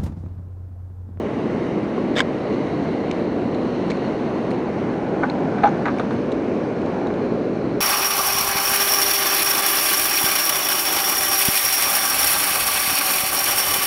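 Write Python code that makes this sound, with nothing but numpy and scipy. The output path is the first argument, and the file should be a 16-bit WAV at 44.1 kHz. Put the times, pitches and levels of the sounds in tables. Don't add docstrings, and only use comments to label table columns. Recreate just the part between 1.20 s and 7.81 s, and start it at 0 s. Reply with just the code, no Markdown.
import sys
import numpy as np
from scipy import signal
from scipy.io import wavfile
from scipy.ndimage import uniform_filter1d

SR = 44100
rng = np.random.default_rng(int(sys.argv[2]) if len(sys.argv) > 2 else 0)


def int16_out(signal):
    q = np.round(np.clip(np.atleast_2d(signal).T, -1, 1) * 32767)
    wavfile.write(sys.argv[1], SR, q.astype(np.int16))


N = 291302


def gain_of(db):
    return 10 ** (np.asarray(db) / 20)


def unit_rms(x):
    return x / np.sqrt(np.mean(x ** 2) + 1e-20)


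def level_at(spectrum, hz):
    f, db = np.transpose(spectrum)
    return np.interp(np.log(hz + 1), np.log(f + 1), db)


def band(hz, centre_hz, octaves):
    return np.exp(-(np.log2((hz + 1) / centre_hz) / octaves) ** 2)


def follow(rows, t):
    s, *columns = np.transpose(rows)
    return [np.interp(t, s, c) for c in columns]


def ramp(t, middle_s, takes_s):
    return np.clip(.5 + (t - middle_s) / takes_s, 0, 1)


def onset(t, rise_s):
    return 1 - np.exp(-(t / rise_s) ** 2)


def decay(t, db, t60):
    return gain_of(db - 60 * t / t60)


def mode(t, hz, db, t60):
    return decay(t, db, t60) * np.sin(2 * np.pi * hz * t)


def add(mix, s, sound):
    part = mix[round(s * SR):][:len(sound)]
    part += sound[:len(part)]


def coloured(x, spectrum, size=2048):
    hz = abs(np.fft.fftfreq(size, 1 / SR))
    log_gain = np.log(gain_of(level_at(spectrum, hz)))
    minimum_phase = np.exp(signal.hilbert(log_gain).conj())
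    taps = np.fft.ifft(minimum_phase).real[:size // 2]
    return signal.oaconvolve(x, taps)[:len(x)]


# t/s, relative level/dB
TURNING_TREBLE = [(0.0, -52.5), (1.78, -51.5), (2.3, -53.5), (2.78, -50.5), (3.83, -53.5), (4.73, -50.5),
                  (5.21, -53), (6.61, -55)]
# t/s, level/dB
HAND_REFLECTION = [(0, -0.5), (2.5, 1), (3.7, 3.5), (4.3, 6.5), (5.2, -3), (5.8, 3.5), (6.2, -2.5)]
REFLECTION_DELAY_S = .00131
# t/s, lower f/Hz, level/dB, upper f/Hz, level/dB
HISS_RESONANCES = [(0, 2080, -2, 4200, -3.5), (.8, 2050, 1, 4200, -1.5), (1.4, 2090, 1.5, 4150, 2.5),
                   (2.7, 2160, -3.5, 4190, 4), (3.6, 2210, -1, 4130, -1.5), (4.7, 2380, -1, 4290, 2),
                   (5.3, 2330, 2, 4200, -0.5), (6.6, 2430, 1, 4160, 7.5)]

def water(spectrum, shaded, patchy_db, surge_db, size=1024):
    hop = size // 4
    t = np.arange(N // hop + 5)[:, None] * hop / SR
    hz = np.fft.rfftfreq(size, 1 / SR)
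    real, imag, clouds = rng.standard_normal((3, len(t), len(hz)))
    clouds = uniform_filter1d(clouds, size=12, axis=0)
    clouds = unit_rms(uniform_filter1d(clouds, size=8, axis=1))
    surge = unit_rms(uniform_filter1d(rng.standard_normal(len(t)), size=30))
    field_db = patchy_db * clouds + surge_db * surge[:, None]
    shade = ramp(t, middle_s=3.9, takes_s=0.82)
    field_db += (1 - shade) * level_at(spectrum, hz) + shade * level_at(shaded, hz)
    field_db += 2 * ramp(t, middle_s=5.0, takes_s=.3) * band(hz, centre_hz=483, octaves=0.49)
    comb = np.cos(np.pi * hz * REFLECTION_DELAY_S) ** 2 * band(hz, centre_hz=1030, octaves=0.75)
    field_db += follow(HAND_REFLECTION, t)[0] * comb
    treble_db = follow(TURNING_TREBLE, t)[0]
    field_db += (treble_db - treble_db.min()) * band(hz, centre_hz=3820, octaves=1.6)
    low_hz, low_db, high_hz, high_db = follow(HISS_RESONANCES, t)
    field_db += low_db * band(hz, low_hz, octaves=0.11) + high_db * band(hz, high_hz, octaves=0.11)
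    frames = (real + 1j * imag) * gain_of(field_db)
    _, noise = signal.istft(frames.T, nperseg=size, noverlap=size - hop)
    return unit_rms(noise[:N])


# f/Hz, relative level/dB
ROAR_SPECTRUM = [(12, -60), (20, -26.5), (53, -31), (115, -6), (149, -8.5), (194, -1), (243, 0.5),
                 (333, -1), (410, -3), (572, -8), (624, -10), (770, -14), (933, -18.5), (1110, -19),
                 (1300, -27.5), (1690, -44.5), (2860, -120)]

def roar():
    return gain_of(-22) * water(ROAR_SPECTRUM, ROAR_SPECTRUM, patchy_db=0.69, surge_db=0.04)


# f/Hz, relative level/dB
FOAM_OPEN = [(900, -32.5), (1350, 1.5), (1750, -1), (2100, 0.5), (2500, -7), (2850, -6.5), (3450, -16),
             (3750, -13.5), (4300, -13.5), (4850, -22.5), (6100, -21.5), (7500, -32.5), (9700, -32),
             (12000, -67)]
# f/Hz, relative level/dB
FOAM_BEHIND_PERSON = [(900, -34), (1400, 5), (1950, -2.5), (2400, -3.5), (2650, -8.5), (2950, -9.5),
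                      (3150, -13.5), (3500, -15), (4250, -15.5), (4850, -20), (6200, -21.5), (7500, -32),
                      (9700, -32.5), (12000, -68.5)]

def foam():
    return gain_of(-41) * water(FOAM_OPEN, FOAM_BEHIND_PERSON, patchy_db=1.0, surge_db=.35)


def wavelets(bubbles_per_s, spread_db, pitches=30):
    t, out = np.arange(SR // 50) / SR, np.zeros(N)
    for hz in np.geomspace(800, 7000, pitches):
        births = rng.random(N) < bubbles_per_s / pitches / SR
        strengths = gain_of(spread_db * np.minimum(rng.exponential(1, N), 3))
        bubble = onset(t, 1 / hz) * np.exp(-hz * t / 4.0) * np.sin(2 * np.pi * hz * t * (1 + 4 * t))
        weight = hz * gain_of(level_at(FOAM_OPEN, max(hz, 1350)))
        out += weight * signal.oaconvolve(births * strengths, bubble)[:N]
    return gain_of(-57.5) * unit_rms(out)


# f/Hz, relative level/dB
CRACK_SPECTRUM = [(400, -7.5), (1100, 1), (1500, 1), (2300, 0), (2900, 1.5), (3900, 1.5), (4900, -8),
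                  (6400, -6), (8000, -16.5), (9700, -26.5), (12500, -47)]
# t/s, ring level/dB, f/Hz, crack level/dB, t60/s
GEAR_CLICKS = [(0.7789, -17.5, 1070, -46, 0.029), (1.9118, -14.5, 2270, -23, 0.0093),
               (1.9132, -22, 3200, -23, 0.0079), (2.347, -35, 4170, -35, .016),
               (2.7006, -23, 1720, -28, 0.012), (2.7025, -25, 4400, -32, .009),
               (2.7055, -26, 2000, -28, .02), (2.7088, -33, 4060, -32, .016), (2.716, -21, 2250, -34, .02),
               (3.307, -37, 4300, -37, 0.016), (3.3135, -28, 2230, -36, .02),
               (3.3447, -34, 4000, -43, 0.014), (4.0982, -24, 2220, -35, .016),
               (4.099, -20.5, 4120, -33, 0.014), (4.4755, -35, 5820, -39, .012),
               (4.4915, -37, 6540, -36, 0.0085), (4.785, -24, 2270, -33, .016),
               (4.7967, -33, 3500, -33, 0.017), (5.1185, -22, 3750, -27, 0.01),
               (5.1235, -35, 3920, -31, .016), (5.6182, -32, 2920, -38, 0.013),
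               (5.6605, -34, 4040, -36, .012), (5.87, -31, 3830, -35, 0.013), (5.94, -38, 3750, -42, .012)]
TICKS_PER_S, TICK_DB, TICK_HZ, TICK_T60_S = 1.2, -41, 4160, 0.014

def clicks(rise_s):
    t, out = np.arange(SR // 16) / SR, np.zeros(N)
    tick_times = rng.uniform(0, N / SR, round(TICKS_PER_S * N / SR))
    ticks = [(s, TICK_DB, TICK_HZ, TICK_DB, TICK_T60_S) for s in tick_times]
    for s, ring_db, hz, crack_db, t60 in GEAR_CLICKS + ticks:
        noise = unit_rms(coloured(rng.standard_normal(len(t)), CRACK_SPECTRUM))
        crack = noise * decay(t, crack_db, t60)
        add(out, s, onset(t, rise_s) * (mode(t, hz, ring_db, t60) + crack))
    return out


def stroke(start_s, attack_s, hold_s, release_s, db):
    corners = start_s + np.cumsum([0, attack_s, hold_s, release_s])
    return gain_of(db) * np.interp(np.arange(N) / SR, corners, [0, 1, 1, 0])


def slips(pressure, per_s, noise_floor):
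    noise = rng.standard_normal(N)
    slipping = rng.random(N) < per_s / SR
    return pressure * unit_rms(noise * (noise_floor + slipping))


# t/s, pressure level/dB
RUB_CATCHES = [(0.953, -21), (0.961, -9), (.9655, -21), (0.974, -20), (0.9805, -21), (0.9826, -14),
               (0.991, -21)]

def catches(rise_s, t60):
    t, out = np.arange(SR // 16) / SR, np.zeros(N)
    for s, db in RUB_CATCHES:
        add(out, s, onset(t, rise_s) * decay(t, db, t60))
    return out


# f/Hz, gain/dB
RUB_SPECTRUM = [(200, -11), (500, -19), (1050, 12.5), (1400, -8), (2250, -3), (2600, -7), (3100, -2),
                (3600, -1), (4400, -11.5), (5200, -16), (6200, -17), (7800, -22), (9600, -18), (12500, -29)]
# f/Hz before the slide, f/Hz after it, width/Hz, relative level/dB
RUB_RESONANCES = [(490, 480, 260, 2), (990, 1030, 180, -2), (1350, 1400, 150, 0.5), (1720, 2040, 310, 3),
                  (2200, 2190, 190, 2), (3380, 3120, 580, 0), (3500, 3550, 430, -6),
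                  (5150, 4800, 560, -8.5), (5500, 5800, 400, -15.5), (6650, 6650, 370, -13),
                  (7350, 7600, 700, -17)]

def hard_rub(start_s, attack_s, hold_s, plain_db, ring_db):
    t = np.arange(N) / SR
    pressure = stroke(start_s, attack_s, hold_s, release_s=.026, db=-28)
    pressure += catches(rise_s=0.0012, t60=0.0095)
    friction = slips(pressure, per_s=800, noise_floor=0.11)
    speed = np.interp(t, [start_s, start_s + attack_s + hold_s], [.25, 1])
    slide = ramp(t, middle_s=0.98, takes_s=.012)
    ring = np.zeros(N)
    for first_hz, last_hz, width_hz, db in RUB_RESONANCES:
        hz = first_hz + (last_hz - first_hz) * slide
        drive = friction * speed ** (hz / 6500)
        ring += gain_of(db) * resonate(drive, hz, width_hz)
    return gain_of(plain_db) * coloured(friction * speed, RUB_SPECTRUM) + gain_of(ring_db) * ring


def resonate(x, hz, width_hz):
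    carrier = np.exp(2j * np.pi * np.cumsum(hz) / SR)
    pole = np.exp(-np.pi * width_hz / SR)
    baseband = signal.lfilter([(1 - pole) ** 2], [1, -2 * pole, pole * pole], x / carrier + 1e-18)
    return 2 * (carrier * baseband).real


# f/Hz, level/dB, t60/s
SNAP_MODES = [(1040, -11, .028), (1630, -1, 0.015), (3340, -6.5, 0.011), (5400, -19.5, .011),
              (6750, -25, 0.012), (7920, -27, .013), (9500, -34, .012), (10800, -35, .012)]

def snap(at_s, rise_s, crack_db, crack_t60):
    t, out = np.arange(SR // 16) / SR, np.zeros(N)
    ring = sum(mode(t, hz, db, t60) for hz, db, t60 in SNAP_MODES)
    noise = unit_rms(coloured(rng.standard_normal(len(t)), CRACK_SPECTRUM))
    crack = noise * decay(t, crack_db, crack_t60)
    add(out, at_s, onset(t, rise_s) * (ring + crack))
    return out


# t/s, level/dB, t60/s
METAL_PINGS = [(3.3075, -54, .07), (4.778, -61, .3), (4.9245, -60, .1)]

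def pings(hz):
    t, out = np.arange(SR // 8) / SR, np.zeros(N)
    for s, db, t60 in METAL_PINGS:
        add(out, s, mode(t, hz, db, t60))
    return out


# f/Hz, relative level/dB, t60/s
GEAR_MODES = [(807, 5, 0.076), (1002, 1, 0.032), (1220, -3.5, 0.018), (1310, 5, 0.013), (1472, -2, 0.021),
              (1560, -8, 0.019), (1950, -4, 0.013), (2430, -12.5, 0.019), (2690, -20, 0.0098),
              (3450, -22, .014), (3830, -18, .016), (4200, -18, .016)]
# f/Hz, gain/dB
GEAR_TRANSMISSION = [(2300, -1.0), (3200, -15), (4300, -12), (5000, -16), (12000, -17)]
# f/Hz, relative level/dB
CRUNCH_SPECTRUM = [(400, -14), (1050, 10), (1500, 7.5), (2300, 5), (2900, -6), (3450, -3), (4200, -5.5),
                   (4900, -24), (6500, -20), (8000, -32), (12500, -41)]
# t/s, ring level/dB, favoured f/Hz, crunch level/dB
GEAR_CONTACTS = [(4.0295, -19, 1700, -38), (4.0347, -7, 1590, -30), (4.383, -18, 1400, -39),
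                 (4.4345, -7, 1080, -24), (4.4385, -11, 1310, -26), (4.455, -9.5, 1100, -25.5),
                 (4.4675, -14, 1100, -30), (4.474, -15.5, 1500, -36), (4.6555, -13.5, 2100, -25),
                 (4.664, -9.5, 1160, -31), (4.677, -20, 1500, -31), (4.683, -9, 1400, -30),
                 (4.797, -16, 1610, -25), (4.908, -21, 1710, -35)]

def bumps(octaves, rise_s, drag_db, drag_t60, crunch_t60):
    t, out = np.arange(SR // 6) / SR, np.zeros(N)
    for s, db, favoured_hz, crunch_db in GEAR_CONTACTS:
        ring = sum(mode(t, hz, mode_db, t60) / (1 + (np.log2(hz / favoured_hz) / octaves) ** 2)
                   for hz, mode_db, t60 in GEAR_MODES)
        ring *= onset(t, rise_s)
        friction = rng.standard_normal(len(t))
        drag = signal.fftconvolve(friction * decay(t, 0, drag_t60), ring)[:len(t)]
        body = ring / abs(ring).max() + gain_of(drag_db) * drag / abs(drag).max()
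        crunch = unit_rms(coloured(friction, CRUNCH_SPECTRUM)) * decay(t, crunch_db, crunch_t60)
        add(out, s, gain_of(db) * coloured(body, GEAR_TRANSMISSION) + crunch)
    return out


# t/s, level/dB, f/Hz, t60/s, time until damped/s
CLUNK_NOTES = [(4.038, -18, 765, .11, 0.012), (4.4345, -12, 800, .33, .011),
               (4.4428, -3.5, 730, .15, .0095), (4.4495, -9, 835, .33, .029)]

def clunks(fade_s):
    out = np.zeros(N)
    for s, db, hz, t60, length_s in CLUNK_NOTES:
        t = np.arange(round(length_s * SR)) / SR
        fade_in_out = onset(t, fade_s) * onset(t[::-1], fade_s)
        add(out, s, fade_in_out * mode(t, hz, db, t60))
    return out


def rustle():
    pressure = stroke(start_s=5.6, attack_s=.19, hold_s=.11, release_s=.12, db=-31.5)
    # f/Hz, gain/dB
    dull = [(450, -9), (830, 15.0), (1150, 1.5), (1700, 3), (2500, -12), (4200, -25), (12000, -57)]
    return coloured(slips(pressure, per_s=320, noise_floor=0.023), dull)


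def scene():
    knocks = bumps(octaves=0.39, rise_s=0.00046, drag_db=-5.0, drag_t60=0.085, crunch_t60=0.051)
    knocks += clunks(fade_s=0.0014)
    rubs = hard_rub(start_s=.953, attack_s=.03, hold_s=.015, plain_db=-4.0, ring_db=17.0)
    rubs += snap(at_s=1.0038, rise_s=0.00069, crack_db=-21, crack_t60=0.028)
    gear = rustle() + clicks(rise_s=0.00062) + pings(hz=8920)
    river = roar() + foam() + wavelets(bubbles_per_s=800, spread_db=1.5)
    return (river + gear + rubs + knocks)[None]


def record(dry):
    lowpass = signal.firwin(511, cutoff=12700, window=("kaiser", 9), fs=SR)
    return signal.oaconvolve(dry, lowpass[None], "same")


dry = scene()
out = record(dry)
int16_out(out)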